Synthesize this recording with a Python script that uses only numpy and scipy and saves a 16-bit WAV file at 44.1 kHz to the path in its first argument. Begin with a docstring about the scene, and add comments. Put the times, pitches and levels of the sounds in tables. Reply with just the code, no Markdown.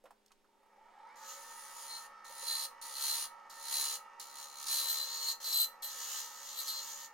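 """A small wood lathe in a workshop, heard from just above. Over the hum of the shop a switch clicks;
motor and spindle run up and ring the iron casting. From just after a second on, a gouge takes short
passes over the spinning blank: the same wood comes round on every turn, so the scrape buzzes at the
spindle rate while shavings hiss off the edge. As the hand leans in, the steel squeals and chatters;
in the later passes the edge catches with a snap, and at about seven seconds it lifts off."""
import sys
import numpy as np
from scipy import signal
from scipy.fft import rfft, irfft, next_fast_len
from scipy.io import wavfile
from scipy.ndimage import uniform_filter1d

SR = 44100
rng = np.random.default_rng(int(sys.argv[2]) if len(sys.argv) > 2 else 0)


def file_out(sig):
    """Save sig as 16-bit WAV at sys.argv[1]."""
    # one column per channel
    cols = np.atleast_2d(sig).T
    # limit, then scale
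    lim = np.clip(cols, -1, 1)
    pcm = np.round(lim * 32767).astype(np.int16)
    wavfile.write(sys.argv[1], SR, pcm)


N = 314433
T = np.arange(N) / SR
FREQS = np.maximum(np.arange(N // 2 + 1) * SR / N, 1)
SPINDLE_HZ, MOTOR_HZ, BELT_HZ = 69.9, 28.36, 14.9  # turns a second at full speed


def undb(db):
    """Decibels to gain."""
    return 10 ** (np.asarray(db) / 20)


def walk(rate):
    """Random levels held 1 / rate s and slewed; spread near 1."""
    step = int(SR / rate)
    return 1.208 * uniform_filter1d(np.repeat(rng.standard_normal(N // step + 1), step), step)[:N]


def envelope(start, hold, attack, release):
    """Attack, hold at 1, release; the flanks take their time for each 20 dB."""
    away = np.maximum(start - T, 0) / attack + np.maximum(T - start - hold, 0) / release
    return 10 ** -np.minimum(away, 10)


def burst(start, t60):
    """A dying burst of noise."""
    age = T - start
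    return rng.standard_normal(N) * (age >= 0) * undb(-60 * np.clip(age / t60, 0, 10))


def slope(points):
    """An EQ curve through points of f/Hz, level/dB."""
    hz, db = np.transpose(points)
    return undb(np.interp(np.log(FREQS), np.log(hz), db))


def resonances(modes):
    """Response of damped modes (f/Hz, width/Hz, level/dB); neighbours swing in opposite directions."""
    return sum((-1) ** k * undb(db) / (1 + 1j * (FREQS / hz - hz / FREQS) * hz / width)
               for k, (hz, width, db) in enumerate(modes))


def colour(x, response):
    """Filter by a response given on FREQS."""
    size = next_fast_len(N + SR // 4, True)
    gain = np.interp(np.arange(size // 2 + 1) * SR / size, FREQS, response)
    return irfft(rfft(x, size) * gain, size)[..., :N]


def unit(x, band):
    """Scale to rms 1 within a band."""
    return x / signal.sosfilt(signal.butter(4, band, "band", fs=SR, output="sos"), x).std()


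def stereo(x, room_db, left_db, room_t60=0.48):
    """The direct sound, shifted in phase between left and right, then the short tail of the shop."""
    # lead of left over right: f/Hz, phase/rad
    phase_lead = [(100, 0), (1400, .3), (3200, 0), (4100, -1), (4800, -.2), (5900, 1.1), (6900, -1.1),
                  (8200, 1), (9000, -1), (10400, -1), (12000, 1.7), (16000, 2)]
    t = T[:SR // 3]
    tail = rng.standard_normal((2, len(t))) * undb(-60 * t / room_t60) * (t > .002)
    tail *= undb(room_db) / np.linalg.norm(tail, axis=1, keepdims=True)
    shift = np.exp(.5j * np.interp(FREQS, *np.transpose(phase_lead)))
    direct = np.array([colour(x, shift), colour(x, shift.conj())])
    room = signal.fftconvolve(x[None], tail, axes=1)[:, :N]
    return (direct + room) * undb([[left_db / 2], [-left_db / 2]])


def surface(turns, memory, grit_db, size=512):
    """Roughness of a turning surface: each turn repeats the last, partly worn into something new."""
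    fresh = rng.standard_normal((SR // 80, 2, size))
    fresh[1:] *= np.sqrt(1 - memory ** 2)
    height, grit = signal.lfilter([1], [1, -memory], fresh, axis=0).transpose(1, 0, 2)
    track = signal.resample_poly((height * undb(grit_db * grit)).ravel(), 4, 1)
    felt = np.interp((turns - turns[0]) * size * 4, np.arange(len(track)), track)
    return felt / felt.std()


def shop():
    """Room tone: a gently wavering hum over faint air."""
    # hum that fills the shop: f/Hz, level/dB
    hum_tones = [(209.9, -87), (409.1, -85), (576.0, -91), (769.8, -92), (861.3, -94), (920.5, -89)]
    # spectrum of the still air: f/Hz, relative level/dB
    air_eq = [(15, 11.5), (30, -13), (60, -15.5), (120, -18.5), (170, -14.5), (260, -3.5), (500, -4.5),
              (900, -10), (1500, -12), (3000, -14), (8000, -21.5), (16000, -25)]
    hum = sum(undb(db + walk(5.3)) * np.sqrt(2) * np.sin(2 * np.pi * hz * T + 0.5 * walk(2.4))
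              for hz, db in hum_tones)
    air = undb(-78.5) * unit(colour(rng.standard_normal(N), slope(air_eq)), (100, 8000))
    return hum * undb([[2], [-2]]) + stereo(air, room_db=-4, left_db=-2)


def clicks():
    """Short knocks, each ringing about its own pitch under a thin crack."""
    # knocks and ticks of switch, drive and tool: t/s, level/dB, f/Hz, width/Hz, t60/s
    hits = [(.039, -49, 556, 220, 0.11), (0.056, -49.5, 970, 1210, 0.13), (.107, -47.5, 880, 644, 0.068),
            (.181, -71, 4180, 2500, .03), (.261, -55, 5900, 7000, 0.028), (.281, -61, 4540, 3000, .04),
            (0.306, -60.5, 1130, 600, 0.13), (0.318, -53, 3900, 5000, 0.046), (0.444, -63, 1140, 695, 0.11),
            (.631, -60, 920, 400, 0.046), (.661, -59, 1040, 600, 0.034), (2.295, -54, 540.5, 110, 0.27),
            (2.425, -52.5, 505.6, 111, 0.074)]
    out = 0
    for start, db, hz, width, t60 in hits:
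        knock = colour(burst(start, t60), resonances([(hz, width, 0)]) ** 2)
        crack = undb(-17.5) * burst(start, t60=0.086)
        out = out + undb(db) * (knock / np.abs(knock).max() + crack)
    return stereo(out, room_db=-12, left_db=-3)


def drive(speed, seconds_run, load):
    """Bearings and belt rumble through the casting; their tones rise and swell across its resonances."""
    # resonances of headstock and bed: f/Hz, width/Hz, relative level/dB
    casting = [(288, 230, -25.5), (498, 14, -6), (552.6, 32, -4), (680, 145, -13.5), (883.5, 96, 3),
               (917, 100, -3.5), (1160, 170, -24), (1210, 130, -8), (1293, 30, 0), (1395, 170, -14.5),
               (1662, 120, -13.5), (1845, 107, -11), (1977, 50, -10.5), (2224, 340, -14.5),
               (3000, 420, -23), (4830, 6400, -25)]
    # shaft, belt and bearing tones at full speed: f/Hz, relative level/dB
    drive_tones = [(489.5, -76.5), (566, -74.5), (769, -77.5), (823, -73), (853, -67), (934, -63),
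                   (1049, -80), (1120, -69.5), (1163, -73.5), (1228, -66), (1276, -62), (1331, -64.5),
                   (1399, -72), (1538, -74.5), (1678, -79), (1748, -73.5), (1817, -62.5), (1888, -78),
                   (1957, -70.5), (2027, -78), (2237, -73.5), (2587, -78.5), (2726, -85), (2794, -76.5)]
    body = np.sqrt(sum(undb(2 * db) * np.abs(resonances([(hz, width, 0)])) ** 4
                       for hz, width, db in casting))
    motor = surface(seconds_run * MOTOR_HZ, memory=0.942, grit_db=4)
    spindle = undb(-2) * surface(seconds_run * SPINDLE_HZ, memory=0.955, grit_db=7)
    rumble = undb(-5.5) * unit(colour(motor + spindle, body), (750, 1450))
    tones = 0
    for hz, db in drive_tones:
        swell = np.minimum(np.interp(hz * speed, FREQS, body) / np.interp(hz, FREQS, body), 3)
        wavering = undb(db + 3.5 * walk(30))
        tones = tones + wavering * swell * np.sin(2 * np.pi * hz * seconds_run + 0.58 * walk(12))
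    whine = undb(-3.5) * unit(tones, (750, 1450)) * speed ** 1.25
    rest_drop_db, load_db, run_in_db_per_s = 43, 3.5, 0.37
    level_db = -55 - rest_drop_db * np.abs(1 - speed) ** 2.64 + load_db * load - run_in_db_per_s * T
    belt_flutter = undb(0.88 * np.sin(2 * np.pi * BELT_HZ * seconds_run))  # once a lap
    return stereo((rumble + whine) * undb(level_db) * belt_flutter, room_db=-8, left_db=-2)


def handwork():
    """The hand plays the cut: envelopes for rub, hiss, ring, chatter, squeal notes and unevenness."""
    # the gouge rests on the wood: lands t/s, lifts t/s, light rub level/dB,
    # hiss over rub/dB, ring over rub/dB, unevenness within a turn
    passes = [(1.158, 2.066, -70, -4, -9, .52), (2.246, 2.655, -61.5, -0.5, 2, .75),
              (2.815, 3.255, -55.5, 4.5, 1, 0.73), (3.498, 3.962, -61.5, -5, 1.5, 0.86),
              (4.198, 4.657, -62, -7, 0.5, 1.63), (4.664, 5.324, -49.5, -11, 3.5, 0.75),
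              (5.403, 5.646, -57, -14, -10, 0.81), (5.823, 7.059, -55, -32, -6.5, 0.66)]
    # the hand leans in for a deeper cut: t/s, hold/s, rub level/dB, hiss over rub/dB
    pushes = [(1.297, 0.029, -53.5, -11), (1.393, 0.15, -60, 0), (1.561, 0.16, -61, 4.5),
              (1.78, 0.2, -57, 3.5), (2.43, .04, -52.5, 5), (2.493, 0.16, -49, 5), (3.043, 0.11, -44.5, 4),
              (3.165, 0.051, -48.5, 7.5), (3.752, .11, -44, 3), (3.876, 0.062, -46.5, 2),
              (4.198, 0.018, -55, -2.5), (4.389, 0.042, -55, -2), (4.621, .04, -53, -2),
              (4.724, 0.078, -43.5, 3), (4.85, .13, -46, -4.5), (5.14, .04, -47.5, -13),
              (5.232, 0.088, -46, -11), (5.468, 0.18, -48, -10), (5.914, .08, -49.5, -8),
              (6.01, .04, -46.5, -13), (6.107, 0.082, -44.5, -10), (6.452, 0.095, -51.5, -15),
              (6.601, 0.32, -50, -15), (6.959, 0.086, -53, -17)]
    # the steel breaks into a squeal: t/s, hold/s, nominal f/Hz, ring level/dB,
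    # note over ring/dB, chatter over ring/dB
    squeals = [(1.91, 0.057, 4195, -49, 0, -22), (2.48, 0.079, 4210, -39.5, -6.5, -12.5),
               (2.59, 0.06, 4124, -41.5, -5, -12), (2.96, .04, 4180, -44, -10, -11),
               (3.018, .12, 4190, -37.5, -19, -10), (3.66, 0.051, 4040, -46, -6, -14),
               (3.73, 0.093, 4105, -39, -5.5, -8), (4.42, 0.17, 4120, -60.5, 3, -13),
               (4.72, 0.062, 4050, -40, -1.5, -3), (4.8, .09, 4072, -43, 4, -4),
               (4.9, 0.018, 4117, -39, 0.5, -1), (4.95, 0.083, 4055, -38.5, 0, -11),
               (5.1, .08, 4270, -48.5, 3.5, -8), (5.21, 0.059, 4235, -43, 1, -11),
               (5.285, 0.02, 4240, -35.5, 0.5, -12), (5.461, 0.05, 4274, -40.5, -3.5, -6.5),
               (5.544, 0.089, 4020, -36, 1, -2), (5.841, 0.0086, 4040, -47.5, 0.5, 3.5),
               (5.885, 0.014, 4150, -49, -3, -12), (6.0, .2, 4140, -55, -6, -10),
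               (6.48, .07, 4095, -53.5, 0.5, -23), (6.59, 0.016, 4054, -42, 1, -4),
               (6.685, 0.017, 4193, -40, -5, -6.5), (6.75, 0.041, 4194, -43.5, -5, -14)]
    land_s, lift_s = 0.0023, 0.036
    rub, hiss, ring, touch, uneven = np.zeros((5, N))
    for lands, lifts, light_db, light_hiss_db, ring_db, swing in passes:
        contact = envelope(lands, lifts - lands, land_s, lift_s)
        depth, shavings = undb(light_db), undb(light_db + light_hiss_db)
        for start, hold, db, hiss_db in pushes:
            if lands - lift_s < start < lifts:
                push = undb(db) * envelope(start, hold, attack=0.19, release=0.2)
                depth = np.maximum(depth, push)
                shavings = np.maximum(shavings, push * undb(hiss_db))
        rub += contact * depth
        hiss += contact * shavings
        ring += contact * depth * undb(ring_db)
        touch = np.maximum(touch, contact)
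        uneven = np.where(T > lands - land_s, swing, uneven)
    chatter, notes = undb(-10) * rub, []
    for start, hold, hz, db, note_db, chatter_db in squeals:
        squeal = undb(db) * envelope(start, hold, attack=0.052, release=0.071) * touch
        ring = np.maximum(ring, squeal)
        chatter = np.maximum(chatter, squeal * undb(chatter_db))
        notes.append((hz, squeal * undb(note_db)))
    return rub, hiss, ring, chatter, notes, uneven


def gouge(turns, rub, hiss, ring, chatter, notes, uneven):
    """The whole cut: the blank is slightly out of round, so the edge bites hardest once a turn."""
    angle = 2 * np.pi * turns
    bite = uneven * (np.cos(angle) - 0.56 * np.sin(2 * angle) + 0.2 * walk(110) - .2)
    scrape = lambda: wood(turns, bite, rub, hiss, chatter) + steel(turns, bite, ring, notes)
    cut = stereo(scrape() + catches(), room_db=-8, left_db=-.6, room_t60=.2)
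    # blank and tool radiate over their whole length, which widens the image
    spread = undb(-7.5) * scrape()
    return cut + np.array([spread, -spread])


def wood(turns, bite, rub_force, hiss_force, chatter_force):
    """The bevel rubs, fibres tear off, and under load the edge skips."""
    # bevel rubbing on the wood: f/Hz, relative level/dB
    rub_eq = [(100, -53), (1500, -18), (2400, -10.5), (3050, -6), (3600, -7.5), (5100, -3.5), (5650, -7.5),
              (6100, 3.5), (6450, -3.5), (6950, 5), (7700, -12.5), (8400, -8), (9800, -17.5), (16000, -7.5)]
    # shavings tearing off: f/Hz, relative level/dB
    shavings_eq = [(100, -75), (700, -26), (2000, -14), (3300, -9.5), (5000, -3.5), (7800, -32),
                   (8700, 1.5), (9300, 0), (9950, 7), (10600, -3.5), (11300, -14.5), (13500, -3.5),
                   (16000, -15)]
    # overtones of the chattering edge: f/Hz, width/Hz, relative level/dB
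    chatter_modes = [(3180, 570, -12.5), (8170, 260, -7.5), (12270, 550, 0.5), (12600, 710, -4),
                     (14250, 830, -14)]
    rubbing = surface(turns, memory=0.52, grit_db=1) * undb(2.36 * bite)
    tearing = surface(turns, memory=0.46, grit_db=2) * undb(4.1 * bite)
    skipping = surface(turns, memory=0.1, grit_db=0.5) * undb(3.2 * bite)
    rub = unit(colour(rubbing, slope(rub_eq)), (5200, 7600))
    hiss = undb(-2.5) * unit(colour(tearing, slope(shavings_eq)), (8800, 10800))
    chatter_tilt = slope([(100, -57), (1000, -40), (3000, -4), (16000, 4)])
    chatter = undb(2) * unit(colour(skipping, resonances(chatter_modes) * chatter_tilt), (11700, 13400))
    # the cutting force also shakes the headstock through the workpiece
    headstock = resonances([(477, 12, -6), (1137, 122, 3.5), (1730, 156, -2.5), (2450, 540, -6.5)])
    headstock *= slope([(100, -29), (450, -5), (2500, -5), (8000, -29)])
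    thrum = undb(-13) * unit(colour(rubbing, headstock), (400, 2500))
    return (rub + thrum) * rub_force + hiss * hiss_force + chatter * chatter_force


def steel(turns, bite, force, notes):
    """The gouge bends under the scrape and rings on; it also sings, locked to the turning wood."""
    # bending modes of the gouge: f/Hz, width/Hz, relative level/dB
    bending_modes = [(3591.5, 26, -16), (4042, 86, 2.5), (4216, 130, 0), (4405, 160.3, -8.5),
                     (4751.5, 290, -16.5)]
    scrape = surface(turns, memory=0.867, grit_db=1.5) * undb(2.9 * bite)
    blade = resonances(bending_modes)
    blade *= slope([(100, -52), (1500, -26), (3300, 5.5), (4000, -7), (4800, -1), (7000, -34)])
    ring = colour(scrape * force, blade) / colour(scrape, blade).std()
    # a whole number of ripples fits round the blank
    note = sum(strength * np.exp(2j * np.pi * np.round(hz / SPINDLE_HZ) * turns)
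               for hz, strength in notes)
    phase = np.angle(note) + .5 * bite + .5 * walk(22)  # bent by each turn's bite and by the grip
    tone = np.sin(phase) + undb(-17) * np.sin(2 * phase)
    song = np.abs(note) * tone * undb(2.2 * bite + 1.27 * walk(9))
    return undb(-1.5) * ring + undb(0.5) * song


def catches():
    """The edge snaps into the wood and jolts the steel."""
    # the edge lands or catches: t/s, relative level/dB
    jolts = [(2.814, -45), (3.5, -37.5), (4.2, -34), (4.668, -28), (4.682, -22), (5.286, -25),
             (5.442, -26.5), (5.526, -21), (5.826, -34), (6.68, -22.5)]
    snaps = sum(undb(db) * burst(start, t60=0.11) for start, db in jolts)
    snap_eq = slope([(100, -32), (500, -18), (2800, -19), (4200, 7), (5400, 2), (7000, -6),
                     (12500, -4), (16000, -10)])
    return undb(-10.5) * colour(snaps, snap_eq)


def scene():
    """Drive and cut share one shaft; taking shavings loads the drive and makes it louder."""
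    # run-up of the drive: t/s, relative speed
    run_up = [(0, 0.0097), (.38, 0.017), (.6, 0.28), (.8, 0.44), (1.0, 0.6), (1.2, .9), (1.33, 0.94),
              (1.5, 0.96)]
    times, speeds = np.transpose(run_up)
    speed = np.interp(T, times, speeds / speeds[-1]) * (1 + 0.0004896 * walk(3))
    seconds_run = np.cumsum(speed) / SR  # rotation so far, in seconds at full speed
    turns = (seconds_run - seconds_run[4 * SR]) * SPINDLE_HZ
    rub, hiss, ring, chatter, notes, uneven = handwork()
    lathe = drive(speed, seconds_run, load=np.sqrt(hiss / hiss.max()))
    cut = gouge(turns, rub, hiss, ring, chatter, notes, uneven)
    return lathe + cut + clicks() + shop()


def record(dry):
    """A steep low-pass trims the very top."""
    top_hz = 15850
    return signal.sosfilt(signal.ellip(10, .2, 70, top_hz, fs=SR, output="sos"), dry)


dry = scene()
out = record(dry)
file_out(out)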